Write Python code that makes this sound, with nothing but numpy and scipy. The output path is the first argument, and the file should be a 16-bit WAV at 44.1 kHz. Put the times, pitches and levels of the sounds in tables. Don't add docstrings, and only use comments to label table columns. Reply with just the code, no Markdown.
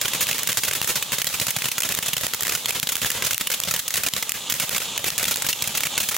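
import sys
import numpy as np
from scipy import signal
from scipy.fft import rfft, irfft, next_fast_len
from scipy.io import wavfile
from scipy.ndimage import uniform_filter1d, map_coordinates

SR = 44100
rng = np.random.default_rng(int(sys.argv[2]) if len(sys.argv) > 2 else 0)


def generate_wav(signal):
    frames = np.transpose(np.atleast_2d(signal))
    scaled = np.clip(frames, -1, 1) * 32767
    pcm = np.round(scaled).astype(np.int16)
    wavfile.write(sys.argv[1], SR, pcm)


N = 272097
TOP_HZ = 15900


def amp(db):
    return 10 ** (np.asarray(db) / 20)


def unit(x):
    return x / np.sqrt(np.mean(x ** 2) + 1e-20)


def along(points, hz):
    point_hz, value = np.transpose(points)
    return np.interp(np.log(hz + 1), np.log(point_hz + 1), value)


def wobble(knots_per_s):
    knots = rng.standard_normal(int(N * knots_per_s / SR) + 4)
    return map_coordinates(knots, [np.arange(N) * knots_per_s / SR])


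def filtered(x, response):
    size = next_fast_len(N + SR // 2)
    hz = np.fft.rfftfreq(size, 1 / SR)
    return irfft(rfft(x, size) * response(hz), size)[..., :N]


def causal(gain):
    cepstrum = irfft(np.log(gain))
    index = np.arange(cepstrum.shape[-1])
    fold = (1 + np.sign(index)) * (index < len(index) / 2)
    return np.exp(rfft(cepstrum * fold))


def echo(hz, delay_ms, strength):
    reflection = strength * np.exp(-2j * np.pi * hz * delay_ms / 1000)
    return (1 + reflection) / np.sqrt(1 + strength ** 2)


# frequency in Hz, relative density in dB per Hz.
JET_SPECTRUM = [(20, -27), (130, -8), (300, -7.5), (560, -7), (1200, -1.5), (2100, -6), (3450, 1),
                (4500, -5), (7200, -6), (9000, -8.5), (16000, -42)]


def nozzle():
    ground_ms = np.array([[.28], [.305]])

    def response(hz):
        hollow = echo(hz, delay_ms=2.83, strength=-along([(1500, .28), (3000, .06)], hz))
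        comb = echo(hz, ground_ms, strength=.55)
        return amp(along(JET_SPECTRUM, hz)) * comb * hollow * (hz < TOP_HZ)

    hiss = unit(filtered(rng.standard_normal(N), response))
    sputter_db = 1.0 * wobble(25) + 2 * wobble(220)
    return amp(sputter_db) * hiss


# frequency in Hz, relative density in dB per Hz.
SURROUND_SPECTRUM = [(15, -28), (45, -9), (200, -17), (1100, -4), (2800, -14), (4100, 12), (6000, 2),
                     (8200, 13), (9400, -16), (16000, -23)]


def surround():
    noise = rng.standard_normal((2, N))
    return unit(filtered(noise, lambda hz: amp(along(SURROUND_SPECTRUM, hz))))


# time in seconds, relative level in dB.
HISS_LEVEL = [(0.0, -30), (0.17, -24), (0.6, -26.5), (1.4, -29.5), (3.05, -29), (4.15, -31.5), (4.4, -28),
              (4.85, -28), (5.2, -28), (5.93, -24), (6.17, -29.5)]


def jet():
    level_db = np.interp(np.arange(N) / SR, *np.transpose(HISS_LEVEL))
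    return amp(level_db) * (amp(-3.6) * nozzle() + amp(-14.5) * surround())


CRUMB_COUNT = 90
CRUMB_DELAY_S, CRUMB_REL_DB, CRUMB_BURN_MS = 0.011, -25.5, 12.3
CRUMB_SPREAD_LOG, CRUMB_SPREAD_DB = 0.33, 1
# start in seconds, relative level in dB, burn time in ms.
LISTED_STARS = [ (0.014, -17, 14), (0.038, -23, 3.2), (0.0562, -17.5, 6.4), (0.0816, -20, 5.7),
                (0.1344, -19, 6.7), (0.2084, -7, 23), (0.2285, -10.5, 12), (0.2694, -16.5, 2.4),
                (0.288, -19, 9.8), (0.312, -16, 10.6), (0.33, -17, 2.2), (0.3827, -15.5, 1.4),
                (0.389, -20, 11), (0.4328, -13, 3.3), (0.4736, -3, 6.5), (0.488, -10, 16.5),
                (0.518, -20, 6.4), (0.5296, -11, 2), (0.5723, 4, 15), (0.635, -9.5, 9.1), (0.648, -16, 10),
                (0.682, -12, 9), (0.712, -12, 5), (0.734, -12.5, 5.2), (0.75, -19, 23), (0.8156, -9.5, 3),
                (0.826, -18, 9.6), (0.8445, -18, 4.4), (0.8755, -16, 6.8), (0.889, -21, 26),
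                (0.956, -20.5, 14), (1.0254, -17.5, 6.5), (1.12, -24, 6.3), (1.184, -18.5, 7),
                (1.218, -7, 5.3), (1.2447, -12, 2), (1.269, -6, 9.3), (1.288, -20, 4.9), (1.327, -32, 6),
                (1.399, -12.5, 7), (1.4123, -18, 12.3), (1.468, -17.5, 4), (1.483, -19, 6.4),
                (1.506, -14.5, 6.5), (1.5642, -17, 7.7), (1.5864, -22.5, 2.7), (1.621, -17.5, 3.6),
                (1.6434, -22.5, 3.8), (1.657, -22.5, 2.6), (1.686, -12, 5), (1.716, -18, 6.1),
                (1.782, -8, 7.5), (1.8044, -4, 5), (1.821, -11, 4.1), (1.833, -12.5, 7.2),
                (1.849, -21.5, 18), (1.890, -15, 6), (1.91, -25, 4), (1.923, -14, 5.6), (1.950, -9, 2.5),
                (1.972, -20.5, 9.2), (1.9888, -7.5, 3.3), (2.0265, -20, 8.3), (2.0614, -23, 7.5),
                (2.083, -19, 8.3), (2.133, -8, 8.4), (2.167, -13, 6), (2.181, -15.5, 2.7), (2.21, -25, 6.9),
                (2.234, -24, 5.7), (2.267, -11, 3.1), (2.336, -12, 4.8), (2.3456, -14.5, 4.4),
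                (2.408, -21, 3.8), (2.423, -20, 3.3), (2.433, -11, 3.9), (2.451, -18.5, 4.2),
                (2.469, -18, 3.9), (2.48, -16, 4.1), (2.495, -14, 6.6), (2.522, -19, 7), (2.551, -11, 9.8),
                (2.574, -26, 6.3), (2.658, -10.5, 6.5), (2.683, -18.5, 13), (2.692, -20, 5.1),
                (2.707, -9.5, 4.3), (2.748, -24.5, 29), (2.799, -11.5, 1.2), (2.829, -14, 9.7),
                (2.872, -13.5, 4.8), (2.890, -12, 10.4), (2.9204, -15, 12), (2.9548, -10, 5.4),
                (2.967, -10.5, 2.2), (3.017, -20.5, 7.1), (3.047, -21, 5.1), (3.058, -22.5, 17),
                (3.103, -7.5, 5.2), (3.1165, -13, 3.7), (3.139, -29.5, 64), (3.223, -19, 7.4),
                (3.2484, -20.5, 8.5), (3.268, -22.5, 8.4), (3.309, -14, 9.3), (3.332, -8, 4.8),
                (3.345, -7, 3.8), (3.380, -7, 0.47), (3.4102, -12, 7), (3.4716, -9, 5.7),
                (3.502, -14.5, 5.5), (3.516, -17, 14.5), (3.539, -20, 8.9), (3.602, -8.5, 1.7),
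                (3.6366, -14, 4.2), (3.674, -28, 14), (3.711, -9, 8.8), (3.739, -8, 10.7),
                (3.763, -12, 4.5), (3.7923, -10.5, 8), (3.880, -12, 6), (3.906, -20, 3.4),
                (3.9402, -14, 10.6), (3.957, -13, 5.8), (3.9682, -14, 7), (3.976, -6.5, 8),
                (4.0353, -12, 10.6), (4.0639, -12, 11.4), (4.086, -9, 3.6), (4.137, -10, 4.6),
                (4.1643, -16.5, 5.3), (4.226, -15.5, 6.8), (4.294, -9, 4.6), (4.320, -7.5, 2.7),
                (4.499, -13, 13.4), (4.523, -7, 6), (4.54, -12, 4.1), (4.599, -6.5, 11), (4.616, -17, 22),
                (4.694, -10.5, 2), (4.711, -22.5, 18), (4.7474, -22, 9), (4.765, -14, 8), (4.781, -13, 4.3),
                (4.803, -24, 7.4), (4.978, -8.5, 4.6), (5.043, -15, 6.4), (5.06, -23, 40), (5.082, -13, 7),
                (5.104, -10.5, 1.9), (5.18, -7.5, 9), (5.196, -14, 4), (5.229, -13, 6.9), (5.242, -10, 2.4),
                (5.254, -12.5, 5.3), (5.280, -18, 14), (5.31, -17, 16), (5.3426, -16, 1.7),
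                (5.359, -12, 4.7), (5.371, -13, 1.9), (5.422, -14, 7.4), (5.445, -23.5, 12),
                (5.466, -12, 7), (5.488, -2.5, 17), (5.529, -10.5, 5.4), (5.623, -7, 6.7), (5.641, -16, 4),
                (5.675, -12.5, 7.4), (5.751, -22, 6.3), (5.774, -12, 11), (5.806, -17.5, 4.3),
                (5.835, -7, 7.1), (5.853, -17, 13), (5.8694, -12.5, 3.9), (5.9787, 4, 9.9), (6.002, -6, 16),
                (6.03, -17.5, 13.5), (6.088, -8, 10.3), (6.111, -19.5, 18), (6.144, -15, 6.4),
                (6.1655, -10, 2.4)]


def crackle_rows():
    listed = np.array(LISTED_STARS)
    late, loud, slow, luck = rng.standard_normal((len(listed), 4)).T
    crumb_s = listed[:, 0] + CRUMB_DELAY_S * np.exp(CRUMB_SPREAD_LOG * late)
    crumb_db = CRUMB_REL_DB + CRUMB_SPREAD_DB * loud
    crumb_ms = CRUMB_BURN_MS * np.exp(CRUMB_SPREAD_LOG * slow)
    crumbs = np.column_stack([crumb_s, crumb_db, crumb_ms])
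    shed = np.argsort(luck)[:CRUMB_COUNT]
    return np.vstack([listed, crumbs[shed]])


def dullness(level_db, burn_ms):
    faint = 0.19 * np.maximum(-16 - level_db, 0)
    slow = 0.14 * np.log2(np.maximum(burn_ms, .5) / 13.4)
    return faint + slow + 0.52 * rng.standard_normal(len(level_db))


def accent(hz, count, centre_hz, scatter_octaves, width_octaves, height_db):
    pitch, height, weight = rng.standard_normal((count, 3)).T[:, :, None]
    offset_octaves = np.log2((hz + 1) / centre_hz) - scatter_octaves * pitch
    hump = np.tanh(np.abs(height)) / (1 + (offset_octaves / width_octaves) ** 2)
    thump_db = 2.5 * weight / (1 + (hz / 330) ** 4)
    return height_db * hump + thump_db


def bursts(burn_ms, size, snap_ms, snap_gain, shock, grain, fade, swell):
    ms = np.arange(size) / SR * 1000
    noise = rng.standard_normal((len(burn_ms), 3, size))
    burn_ms = np.maximum(burn_ms[:, None, None], .5)
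    snap = noise[:, :2] * np.exp(-ms / snap_ms)
    snap[:, 0, 0] += shock
    snap /= np.linalg.norm(snap, axis=-1, keepdims=True)
    sudden = 1 / (1 + (burn_ms / 16) ** 2)
    rise = 1 - np.exp(-ms / (swell * burn_ms))
    flare = rise * np.exp(-(ms / burn_ms) ** fade)
    fizz = unit(noise[:, :2, ::-1] * np.exp(grain * noise[:, 2:]))
    return snap_gain * sudden * snap + flare * fizz


# frequency in Hz, relative density in dB per Hz.
BURST_SPECTRUM = [(20, -25), (60, -10.5), (125, -3), (210, -3), (320, -8.5), (550, -5.5), (800, -9),
                  (1500, -4), (2500, -1.5), (3500, -1.5), (4800, -4), (7200, 0), (8400, -3), (16000, -3)]
# frequency in Hz, coherence from -1 to 1.
BURST_COHERENCE = [(150, 1), (800, 0.95), (1600, 1), (3500, 0.96), (4800, 0.69), (7200, 0.72),
                   (8400, -0.056), (9500, 0.16), (16000, 0.29)]


def stars(rows, size=4096):
    start_s, level_db, burn_ms = np.transpose(rows)
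    dull = dullness(level_db, burn_ms)
    hz = np.fft.rfftfreq(size, 1 / SR)
    accent_db = accent(hz, len(rows), centre_hz=2560, scatter_octaves=0.57, width_octaves=0.2,
                       height_db=11.5)
    accent_db = accent_db / (1 + (burn_ms[:, None] / 13) ** 2)
    tilt_db = -dull[:, None] * np.log2(np.maximum(hz, 550) / 4000)
    colour = amp(along(BURST_SPECTRUM, hz) + accent_db + tilt_db)
    colour /= np.sqrt(np.mean(colour ** 2 * (hz < TOP_HZ), axis=1, keepdims=True))

    bounce_ms = np.abs(1.7 + 0.565 * rng.standard_normal((len(rows), 1)))
    path = amp(level_db)[:, None] * causal(colour) * echo(hz, bounce_ms, strength=0.4)
    angle = np.arccos(np.clip(along(BURST_COHERENCE, hz), -.99, .99)) / 2
    mid_side = causal(np.array([np.cos(angle), np.sin(angle)]))
    raw = bursts(burn_ms, size, snap_ms=0.15, snap_gain=7.7, shock=1.52, grain=0.53, fade=1.8, swell=0.029)
    waves = irfft(rfft(raw) * path[:, None] * mid_side)

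    first = np.round(np.abs(start_s) * SR).astype(int)
    index = (first[:, None] + np.arange(size)).ravel()
    mid, side = [np.bincount(index, w.ravel(), N)[:N] for w in waves.swapaxes(0, 1)]
    return np.array([mid + side, mid - side])


# frequency in Hz, relative density in dB per Hz.
SPARK_SPECTRUM = [(100, -52), (700, -5), (2000, 7), (3400, 4), (5500, 8), (7600, 5.5), (9500, 6.5),
                  (16000, 4)]


def sparks(burst_s, life_s=0.02):
    births = np.bincount(np.abs(burst_s * SR).astype(int), minlength=N)[:N]
    step = 1 - np.exp(-1 / (life_s * SR))
    crowd = signal.lfilter([step], [1, step - 1], births / births.mean())
    ticks = rng.standard_normal((2, N)) * np.exp(.5 * rng.standard_normal(N))
    spray = unit(filtered(ticks, lambda hz: amp(along(SPARK_SPECTRUM, hz)) * (hz < TOP_HZ)))
    return amp(0.32 * wobble(70)) * np.sqrt(0.033 + crowd) * spray


# frequency in Hz, time to fall 60 dB in seconds.
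YARD_DECAY = [(120, 0.24), (1000, 0.095), (12000, 0.38)]


def yard(x):
    hz, t, z = signal.stft(rng.standard_normal((2, SR // 2)), SR, nperseg=256)
    z[1] *= np.minimum((hz + 400) / 1800, 1)[:, None]
    decay = amp(-60 * t / along(YARD_DECAY, hz)[:, None])
    mid, side = signal.istft(z * decay, SR, nperseg=256)[1]
    tail = np.array([mid + side, mid - side])
    return signal.fftconvolve(x, tail / np.linalg.norm(tail[0]), axes=1)[:, :N]


def scene():
    hiss = jet()
    rows = crackle_rows()
    crackle = stars(rows)
    sizzle = amp(-26.5) * sparks(rows[:, 0])
    return hiss + amp(6.0) * crackle + sizzle + amp(-12.5) * yard(crackle)


def limiter(x, threshold_db, release_s, attack_ms, size=44):
    power = np.abs(uniform_filter1d(np.mean(x ** 2, axis=0), size)) + 1e-12
    over_db = np.maximum(10 * np.log10(power) - threshold_db, 1e-6)
    age = np.arange(N) / SR / release_s
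    held_db = np.exp(np.maximum.accumulate(np.log(over_db) + age) - age)
    step = 1 - np.exp(-1000 / (attack_ms * SR))
    cut_db = signal.lfilter([step], [1, step - 1], held_db)
    return x * amp(-cut_db)


# frequency in Hz, left minus right in dB.
MIC_BALANCE = [(200, 0.1), (380, 0.5), (700, 0), (1290, -1), (2380, 0), (4400, -1.5), (8120, 0),
               (15000, -4.5)]


def record(dry):
    halves = np.array([[.5], [-.5]])
    heard = filtered(dry, lambda hz: amp(along(MIC_BALANCE, hz) * halves))
    held = limiter(heard, threshold_db=-16.0, release_s=0.038, attack_ms=0.79)
    rounded = held / (1 + np.abs(held / .72) ** 4) ** (1 / 4)
    return filtered(rounded, lambda hz: hz < TOP_HZ)


dry = scene()
out = record(dry)
generate_wav(out)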